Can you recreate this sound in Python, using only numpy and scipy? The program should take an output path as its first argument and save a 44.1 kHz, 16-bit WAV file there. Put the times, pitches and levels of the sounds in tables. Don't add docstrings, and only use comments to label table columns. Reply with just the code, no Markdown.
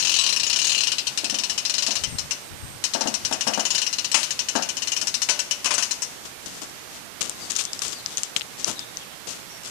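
import sys
import numpy as np
from scipy import signal
from scipy.fft import rfft, irfft, next_fast_len
from scipy.io import wavfile
from scipy.ndimage import uniform_filter1d, minimum_filter1d, map_coordinates

SR = 44100
rng = np.random.default_rng(int(sys.argv[2]) if len(sys.argv) > 2 else 0)


def materialize(psi):
    bounded = np.clip(np.atleast_2d(psi).T, -1, 1)
    quanta = np.round(bounded * 32767).astype(np.int16)
    wavfile.write(sys.argv[1], SR, quanta)


N = 427769
RING_TIME_S = np.arange(SR // 2) / SR

# start in seconds, teeth passed, first, middle and last gap in seconds.
CRANK_PUSHES = [(0.0003, 13, .0241, .0232, .0275), (.3257, 14, .0368, .0301, .024),
                (.748, 8, .0306, .0358, .0865), (1.1748, 8, .069, .0437, .0809),
                (1.6512, 7, .0452, .0416, .0429), (1.9547, 4, .0818, .1481, .125),
                (2.8398, 5, .097, .0657, .0683), (3.2489, 4, .0768, .0829, .0649),
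                (3.5356, 6, .0591, .0524, .0317), (3.8174, 4, .0476, .063, .0564),
                (4.045, 4, .0708, .1153, .0753), (4.391, 6, .0946, .064, .0797),
                (4.8206, 7, .0517, .0468, .0704), (5.2188, 5, .0777, .1062, .147),
                (5.739, 4, .0855, .0852, .1104)]
# time in seconds, click level in dB, toothed wheel's resonance in Hz.
CLICK_CURVE = [(0, -18, 5620), (.15, -17, 6230), (.3, -17.6, 5420), (.5, -18, 5450), (.7, -17.5, 6630),
               (.95, -17.5, 5220), (1.42, -20, 5700), (1.8, -18.5, 5470), (2.2, -20, 5540),
               (2.85, -17.5, 5440), (3.15, -20, 5820), (3.78, -18, 5710), (4.08, -21.5, 5940),
               (4.45, -18.5, 6430), (4.74, -22, 6320), (5.0, -18.5, 5740), (5.5, -17, 5790),
               (6.02, -20, 6320)]
# time in seconds, gain near 2.9 kHz in dB, gain near 4.2 kHz in dB.
PING_CURVE = [(0, 3, 2), (.22, 3, 4.5), (.35, 1, -0.5), (.55, 1.5, 2.5), (.72, 5, 2), (1.05, 2.5, 3),
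              (1.35, -0.5, 0), (1.9, -1, 2), (2.1, -3.5, -2.5), (3.1, -3, -1.5), (3.5, .5, -4.5),
              (3.8, -0.5, -2), (4.05, -.5, 1.5), (4.45, -.5, -1.5), (4.85, 0, -2.5), (5.2, -5, -2),
              (5.5, 1, -3), (5.95, -7, -6)]
# start in seconds, level in dB, tilt in dB per octave, rise in seconds.
ANIMAL_BUMPS = [(1.231, -32.5, -3.5, 0.0066), (1.32, -33, -3, 0.014), (1.868, -32.5, 0, 0.025),
                (2.949, -23, 0, 0.0028), (3.008, -23.5, 1.5, 0.006), (3.056, -24, -2, 0.0035),
                (3.311, -24, 2, 0.0021), (3.466, -21.5, 1, 0.0053), (3.575, -20.5, 1.5, 0.0018),
                (4.552, -18, 1.5, 0.0022), (5.02, -36, 0.5, 0.012)]
# start in seconds, level in dB, tilt in dB per octave, relative ring of the bars in dB.
STEEL_CLANKS = [(4.1437, -9, -1.6, -22), (5.288, -17.5, -4, -8.5), (5.645, -21, -1, -20),
                (5.658, -21.5, -5, -5), (5.707, -17.5, -3.5, -10), (5.78, -17.5, -1.5, -14.5)]
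# start in seconds, level in dB, rise and t60 in seconds, relative level of the sole in dB.
BOOT_STEPS = [(6.25, -31, 0.0037, 0.16, -9), (6.459, -25.5, 0.0014, 0.15, -10),
              (6.616, -27, 0.0028, 0.15, -6), (7.205, -16, .011, 0.088, -13),
              (7.235, -28.5, 0.0081, 0.4, -6), (7.498, -19.5, 0.0026, 0.15, -19),
              (7.548, -21.5, 0.017, 0.18, -20), (7.583, -15, 0.0095, 0.16, -20),
              (7.817, -21, 0.0025, 0.24, -20), (7.845, -26.5, 0.0069, 0.38, -12),
              (7.921, -23.5, 0.0096, 0.072, -14), (8.051, -36, 0.071, 0.46, -13),
              (8.172, -26.5, 0.0035, 0.21, -16), (8.362, -18, 0.00085, 0.081, -12.5),
              (8.56, -32.5, 0.045, 0.55, -9), (8.655, -19.5, 0.031, 0.18, -4),
              (9.268, -26, 0.0059, 0.46, -9.5), (9.63, -30.5, 0.029, 0.3, -19)]
# start in seconds, peak in dB, pitch in Hz.
STONE_CRACKS = [(7.508, -6, 6700), (7.519, -5.5, 6050), (7.564, 3.5, 6240), (7.592, -11, 2730),
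                (7.6523, -7.5, 6230), (7.7323, -4.5, 6070), (7.7922, -9, 6230), (8.061, -5, 4620),
                (8.1723, -4, 6100), (8.181, -6, 6640), (8.2335, 2, 6900), (8.3635, -2.5, 3500),
                (8.4098, -11.5, 2920), (8.417, -11.5, 3280), (8.6449, 3.5, 6240), (8.793, -7.5, 5270),
                (8.971, -11, 5300)]
# start and length in seconds, first and last pitch in Hz, relative level in dB.
BIRD_NOTES = [(2.072, 0.13, 8650, 8460, -36.5), (2.404, .099, 8350, 8230, -44),
              (2.557, .23, 8500, 8320, -41.5), (7.409, .038, 4830, 4470, -34),
              (7.664, .039, 3420, 3580, -35), (7.946, .075, 4860, 3900, -37), (8.11, .038, 3480, 3660, -40),
              (8.755, 0.091, 3940, 3450, -35), (8.997, .052, 3850, 2370, -39),
              (9.113, 0.04, 2610, 3700, -42), (9.488, 0.096, 5700, 5400, -40)]
# centre in seconds, level in dB.
WIND_GUSTS = [(2.087, -37), (2.141, -31), (2.53, -41), (2.645, -34), (2.756, -42.5), (3.244, -41)]
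# time in seconds, level in dB.
YARD_CURVE = [(0, -37.5), (2, -44), (2.6, -58), (3, -42), (6.2, -46.5), (6.9, -42.5), (7.1, -53),
              (7.4, -41), (8.9, -43.5), (9.15, -51), (9.7, -47)]

# frequency in Hz, relative level in dB, t60 in seconds.
PAWL_MODES = [(2730, -6.5, 0.14), (2880, 0, 0.086), (3020, -1, 0.087), (4210, -44, 0.071),
              (4270, -4, 0.088), (4190, 7.5, 0.042), (5100, -2, 0.15), (5440, 5, 0.076), (5730, 6, 0.037),
              (5860, -4, 0.23), (6630, 4, 0.086), (7130, -2, 0.066), (8050, -3, 0.051), (12700, -20, .1)]
FRAME_MODES = [(591, -13, 1), (1034, -8.5, 0.39), (1503, -2, 0.26), (2023, -6, 0.58), (2180, -19, 0.49),
               (2537, 5.5, 0.31), (2985, 5.5, 0.37), (3540, 1, 0.37), (3700, 4, 0.2), (4220, -8, 0.32),
               (5000, -1, 0.3), (5250, 8, 0.24), (5604, -8, .25), (6011, -9, 0.27), (6500, 5, 0.36),
               (6800, -1, 0.35)]
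PANEL_MODES = [(221, -5, 0.4), (254.5, -2.5, 0.15), (286, 0, 0.16), (351.7, -8.5, 0.38), (541, -5, 0.32),
               (640, -4.5, 0.45), (694, -3.5, 0.33), (740, -4.5, 0.27), (806, -2.5, 0.19),
               (915, 6.5, 0.073), (903, -3.5, 0.26), (1077, -3, 0.12), (1160, -9, 0.37), (1390, -18, 0.33),
               (1500, -21, .2), (1610, -7, 0.18), (2080, -16, 0.27)]
CHIME_MODES = [(1080, -12, 1), (2880, 0, 0.28), (3980, 7, 0.2), (8000, 1, 0.22)]

# frequency in Hz, relative density in dB.
SNAP_SPECTRUM = [(150, -25), (400, -17), (1000, -9.5), (2100, -10), (2500, -3), (2900, 4), (3400, -3),
                 (4200, 1), (5300, -1), (6700, -1.5), (7500, -7.5), (8500, -9.5), (10500, -16),
                 (12000, -29), (15000, -41)]
THUD_SPECTRUM = [(60, -23), (160, -13), (230, 1.5), (400, -4), (700, 3), (950, 0.5), (1150, -5), (1600, -1),
                 (2200, -15), (5000, -12), (12000, -44)]
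CLASH_SPECTRUM = [(100, -39), (220, -33), (400, -17), (800, -4.5), (1300, 0), (2000, -2.5), (2700, 8),
                  (3500, 1), (4200, 3), (6500, 9.5), (8000, 2.5), (10500, -2), (12000, -17), (15000, -33)]
GRIT_SPECTRUM = [(600, -37), (1200, -5.5), (2100, -10), (2800, -1), (4200, -1.5), (6400, 2.5), (8000, -2),
                 (10000, -10.5), (13000, -19), (15000, -58)]
SOLE_SPECTRUM = [(30, -24), (90, -11), (220, -2), (330, 1), (800, -6), (1200, -8), (2000, -21), (5000, -40)]
GUST_SPECTRUM = [(20, -22), (50, -18), (70, -16), (95, -3), (170, -7), (300, -22), (800, -45), (3000, -70)]
YARD_SPECTRUM = [(30, -16), (200, 4), (450, -3), (1000, -4.5), (2000, -7), (3000, -4.5), (6000, 0.5),
                 (8500, -4), (11000, -19), (15000, -27)]
HISS_SPECTRUM = [(25, -11), (70, -6), (130, 2), (230, 2), (450, 1), (1000, -0.5), (2200, -1.5),
                 (4200, -4.5), (8000, -7.5), (13000, -10.5), (16000, -15)]


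def ratchet(repeat_share=0.74, pitch_scatter=0.01195, tick_db=-10.5, wheel_db=-4.5, frame_db=-14):
    out, frame_tones, pawl_tones = np.zeros(N), modes(FRAME_MODES), modes(PAWL_MODES)
    housing = noise()
    tail = gain(-15) * decay(0.62)
    for start_s in tooth_times():
        level_db, wheel_hz = curve_at(CLICK_CURVE, start_s)
        level_db += 0.9 * rng.standard_normal()
        wheel_hz *= 1 + 0.017 * rng.standard_normal()
        colour_db = np.array([*curve_at(PING_CURVE, start_s), 2])
        low_db, mid_db, top_db = colour_db + 1.17 * rng.standard_normal(3)
        contact = np.sqrt(repeat_share) * housing + np.sqrt(1 - repeat_share) * noise()
        snap = unit_blow(shaped(contact, SNAP_SPECTRUM) * np.hypot(decay(0.14), tail) * rise(0.00037))
        ping = ring(pawl_tones, scatter_db=5.5)
        pitch_ratio = 1 + pitch_scatter * rng.standard_normal()
        ping = map_coordinates(ping, [SR * RING_TIME_S * pitch_ratio]) * rise(0.00033)
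        pawl = unit_blow(pawl_bounce(snap + ping))
        tick = unit_blow(shaped(noise(), SNAP_SPECTRUM, tilt_db_per_oct=2) * decay(0.038))
        knock = contact[::-1] * np.hypot(decay(0.07), 0.5 * tail)
        wheel = unit_blow(wheel_ring(knock, wheel_hz))
        frame = ring(frame_tones, scatter_db=5.5) * rise(0.00043)
        click = pawl + gain(tick_db) * tick + gain(wheel_db) * wheel + gain(frame_db) * frame
        colour = [(2150, 0), (2600, low_db), (3200, low_db), (3700, mid_db), (4700, mid_db),
                  (5200, 0), (7000, 0), (7900, top_db)]
        add(out, start_s, gain(level_db) * unit_blow(shaped(click, colour)))
    return out


def tooth_times():
    times_s = []
    for start_s, teeth, *key_gaps_s in CRANK_PUSHES:
        parabola = np.polyfit([0, 0.5, 1], key_gaps_s, 2)
        gaps_s = np.polyval(parabola, np.linspace(0, 1, round(teeth) - 1))
        times_s += [start_s, *(start_s + np.cumsum(gaps_s))]
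    return times_s


def pawl_bounce(landing, spacing_s=0.004, rebound=0.44):
    out = landing.copy()
    for k, (late, strength) in enumerate(rng.random((3, 2))):
        add(out, spacing_s * (k + 0.1 + late), rebound * (0.6 + 0.4 * strength) * landing)
    return out


def wheel_ring(knock, wheel_hz, lag_s=0.0091, half_width_hz=680):
    hz = np.fft.rfftfreq(len(knock), 1 / SR)
    nearness = 1 / (1 + ((hz - wheel_hz) / half_width_hz) ** 2)
    phase_turns = np.cumsum(lag_s * nearness) * hz[1]
    return irfft(rfft(knock) * nearness ** 0.9 * np.exp(-2j * np.pi * phase_turns), len(knock))


def bumps(thud_db=-3, joint_db=-10):
    out, panel_tones = np.zeros(N), modes(PANEL_MODES)
    radiation = [(50, -11), (170, 2), (16000, -5.5)]
    for start_s, level_db, tilt_db_per_oct, rise_s in ANIMAL_BUMPS:
        panels = ring(panel_tones, scatter_db=1.5)
        thud = gain(thud_db) * unit_blow(shaped(noise(), THUD_SPECTRUM) * decay(0.36))
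        joints = gain(joint_db) * unit_blow(shaped(noise(), CLASH_SPECTRUM) * decay(0.046))
        blow = (panels + thud) * rise(rise_s) + joints * rise(rise_s / 2)
        add(out, start_s, gain(level_db) * unit_blow(shaped(blow, radiation, tilt_db_per_oct)))
    return out


def clanks(tail_db=-7, panel_db=-18):
    out, frame_tones, panel_tones = np.zeros(N), modes(FRAME_MODES), modes(PANEL_MODES)
    envelope = decay(0.1) + gain(tail_db) * decay(0.46)
    damping = [(590, 2.5), (1030, 5), (1500, 1), (2600, -16), (6000, -18)]
    for start_s, level_db, tilt_db_per_oct, bars_db in STEEL_CLANKS:
        clash = unit_blow(shaped(noise(), CLASH_SPECTRUM, tilt_db_per_oct) * envelope)
        bars = unit_blow(shaped(ring(frame_tones, scatter_db=6.5), damping) * decay(2))
        blow = clash + gain(bars_db) * bars + gain(panel_db) * ring(panel_tones, scatter_db=2.5)
        add(out, start_s, gain(level_db) * unit_blow(blow * rise(0.00043)))
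    return out


def chime(start_s=0.188, level_db=-19.5):
    out = np.zeros(N)
    tone = modes(CHIME_MODES).sum(0).imag * rise(0.002)
    add(out, start_s, gain(level_db) * unit_blow(tone))
    return out


def steps(grains_per_s=1900, spread_db=4, sand_ratio=0.67):
    out, size = np.zeros(N), len(RING_TIME_S)
    for start_s, level_db, rise_s, t60_s, sole_db in BOOT_STEPS:
        impulses = (rng.random(size) < grains_per_s / SR) * rng.choice([-1, 1], size)
        grains = impulses * gain(spread_db * np.minimum(rng.exponential(1, size), 4))
        crunch = unit_rms(shaped(unit_rms(grains) + sand_ratio * noise(), GRIT_SPECTRUM))
        sole = gain(sole_db) * unit_rms(shaped(noise(), SOLE_SPECTRUM))
        pressure = rise(rise_s) * np.interp(RING_TIME_S - rise_s, RING_TIME_S, decay(t60_s))
        add(out, start_s, gain(level_db) * pressure * (crunch + sole))
    return out


def stones(t60_s=0.0065, echo_db=-28):
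    out = np.zeros(N)
    # pitch ratio, relative level in dB, t60 ratio.
    partials = [(0.47, -4, 1), (0.62, -40, 0.98), (0.82, 3, 0.88),
                (1, 11, 1), (1.13, 10.5, 0.8), (1.42, 4.5, 0.55)]
    for start_s, peak_db, pitch_hz in STONE_CRACKS + pebbles():
        tone = 0
        for ratio, db, life in partials:
            hz = pitch_hz * ratio * rng.uniform(0.82, 1.163)
            tone += gain(db) * np.sin(2 * np.pi * hz * RING_TIME_S) * decay(t60_s * life)
        grit = 0.097 * unit_rms(shaped(noise(), GRIT_SPECTRUM)) * decay(0.0027)
        tick = (tone + grit) * rise(2 / pitch_hz)
        echo = gain(echo_db) * unit_rms(shaped(noise(), GRIT_SPECTRUM)) * decay(0.19)
        add(out, start_s, gain(peak_db) * (tick / abs(tick).max() + echo))
    return out


def pebbles(mean_lag_s=0.035, above_step_db=5, pitch_hz=6420):
    return [(start_s + mean_lag_s * rng.exponential(),
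             level_db + above_step_db + 2 * rng.standard_normal(), pitch_hz)
            for start_s, level_db, *_ in BOOT_STEPS for _ in range(2)]


def birds(waver_hz=170, direct_db=-5, echo_db=-8, echo_t60_s=0.49):
    calls = np.zeros(N)
    for start_s, length_s, first_hz, last_hz, level_db in BIRD_NOTES:
        progress = np.linspace(0, 1, int(length_s * SR))
        waver = unit_rms(uniform_filter1d(noise(len(progress)), size=50))
        hz = first_hz + (last_hz - first_hz) * progress + waver_hz * waver
        whistle = np.sin(2 * np.pi * np.cumsum(hz) / SR) * np.sqrt(abs(np.sin(np.pi * progress)))
        add(calls, start_s, gain(level_db) * unit_rms(whistle))
    response = noise() * decay(echo_t60_s)
    echo = signal.fftconvolve(calls, response / np.linalg.norm(response))[:N]
    return gain(direct_db) * calls + gain(echo_db) * echo


def gusts(puff_s=0.0498, swirl_s=0.41, swirl_db=-13.5):
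    out = np.zeros(N)
    for centre_s, level_db in WIND_GUSTS:
        for length_s, part_db in [(puff_s, 0), (swirl_s, swirl_db)]:
            size = int(length_s * SR)
            air = shaped(noise(), GUST_SPECTRUM)[:size] * signal.windows.tukey(size, 0.6)
            add(out, centre_s - length_s / 2, gain(level_db + part_db) * unit_rms(air))
    return out


def yard(flutter_db=3.5):
    time_s, knots_s = np.arange(N) / SR, np.linspace(0, N / SR, 200)
    flutter = np.interp(time_s, knots_s, noise(len(knots_s)))
    level_db = np.interp(time_s, *np.transpose(YARD_CURVE)) + flutter_db * flutter
    return gain(level_db) * unit_rms(shaped(noise(N), YARD_SPECTRUM))


def modes(table):
    return np.array([gain(db) * decay(t60_s) * np.exp(2j * np.pi * hz * RING_TIME_S)
                     for hz, db, t60_s in table])


def ring(tones, scatter_db):
    strengths = gain(scatter_db * rng.standard_normal(len(tones)))
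    phasors = np.exp(2j * np.pi * rng.random(len(tones)))
    return unit_blow(((strengths * phasors) @ tones).real)


def shaped(x, spectrum, tilt_db_per_oct=0):
    hz, db = np.transpose(spectrum)
    size = next_fast_len(len(x) + 2048)
    octave = np.log2(np.fft.rfftfreq(size, 1 / SR) + 20)
    response_db = np.interp(octave, np.log2(hz), db) + tilt_db_per_oct * (octave - 10)
    return irfft(rfft(x, size) * gain(response_db), size)[:len(x)]


def decay(t60_s):
    return np.exp(-np.log(1000) * RING_TIME_S / max(t60_s, 0.001))


def rise(rise_s):
    return np.sin(np.pi / 2 * np.minimum(RING_TIME_S / max(rise_s, 1e-4), 1)) ** 2


def noise(size=len(RING_TIME_S)):
    return rng.standard_normal(size)


def gain(db):
    return 10 ** (np.asarray(db) / 20)


def unit_rms(x):
    return x / np.sqrt(np.mean(x ** 2) + 1e-20)


def unit_blow(x):
    return x / np.sqrt(np.mean(x[:SR // 40] ** 2) + 1e-20)


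def curve_at(curve, time_s):
    times_s, *columns = np.transpose(curve)
    return [np.interp(time_s, times_s, column) for column in columns]


def add(mix, start_s, sound):
    part = mix[max(round(start_s * SR), 0):][:len(sound)]
    part += sound[:len(part)]


def scene(hiss_db=-37.5):
    left = ratchet() + bumps() + clanks() + chime() + steps() + stones() + birds() + gusts() + yard()
    right = gain(hiss_db) * unit_rms(shaped(noise(N), HISS_SPECTRUM))
    return np.array([left, right])


def record(dry, ceiling_db=-0.5, recovery_db_per_s=60, cutoff_hz=14700):
    peak_db = 20 * np.log10(abs(dry).max(0) + 1e-9)
    recovery_db = np.arange(N) * recovery_db_per_s / SR
    held_db = np.maximum.accumulate(peak_db + recovery_db) - recovery_db
    over_db = np.maximum(held_db - ceiling_db, 0)
    duck_db = uniform_filter1d(minimum_filter1d(-over_db, size=64), size=64)
    lowpass = signal.firwin(301, cutoff_hz, window=("kaiser", 8), fs=SR)
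    return signal.oaconvolve(dry * gain(duck_db), lowpass[None], "same")


dry = scene()
out = record(dry)
materialize(out)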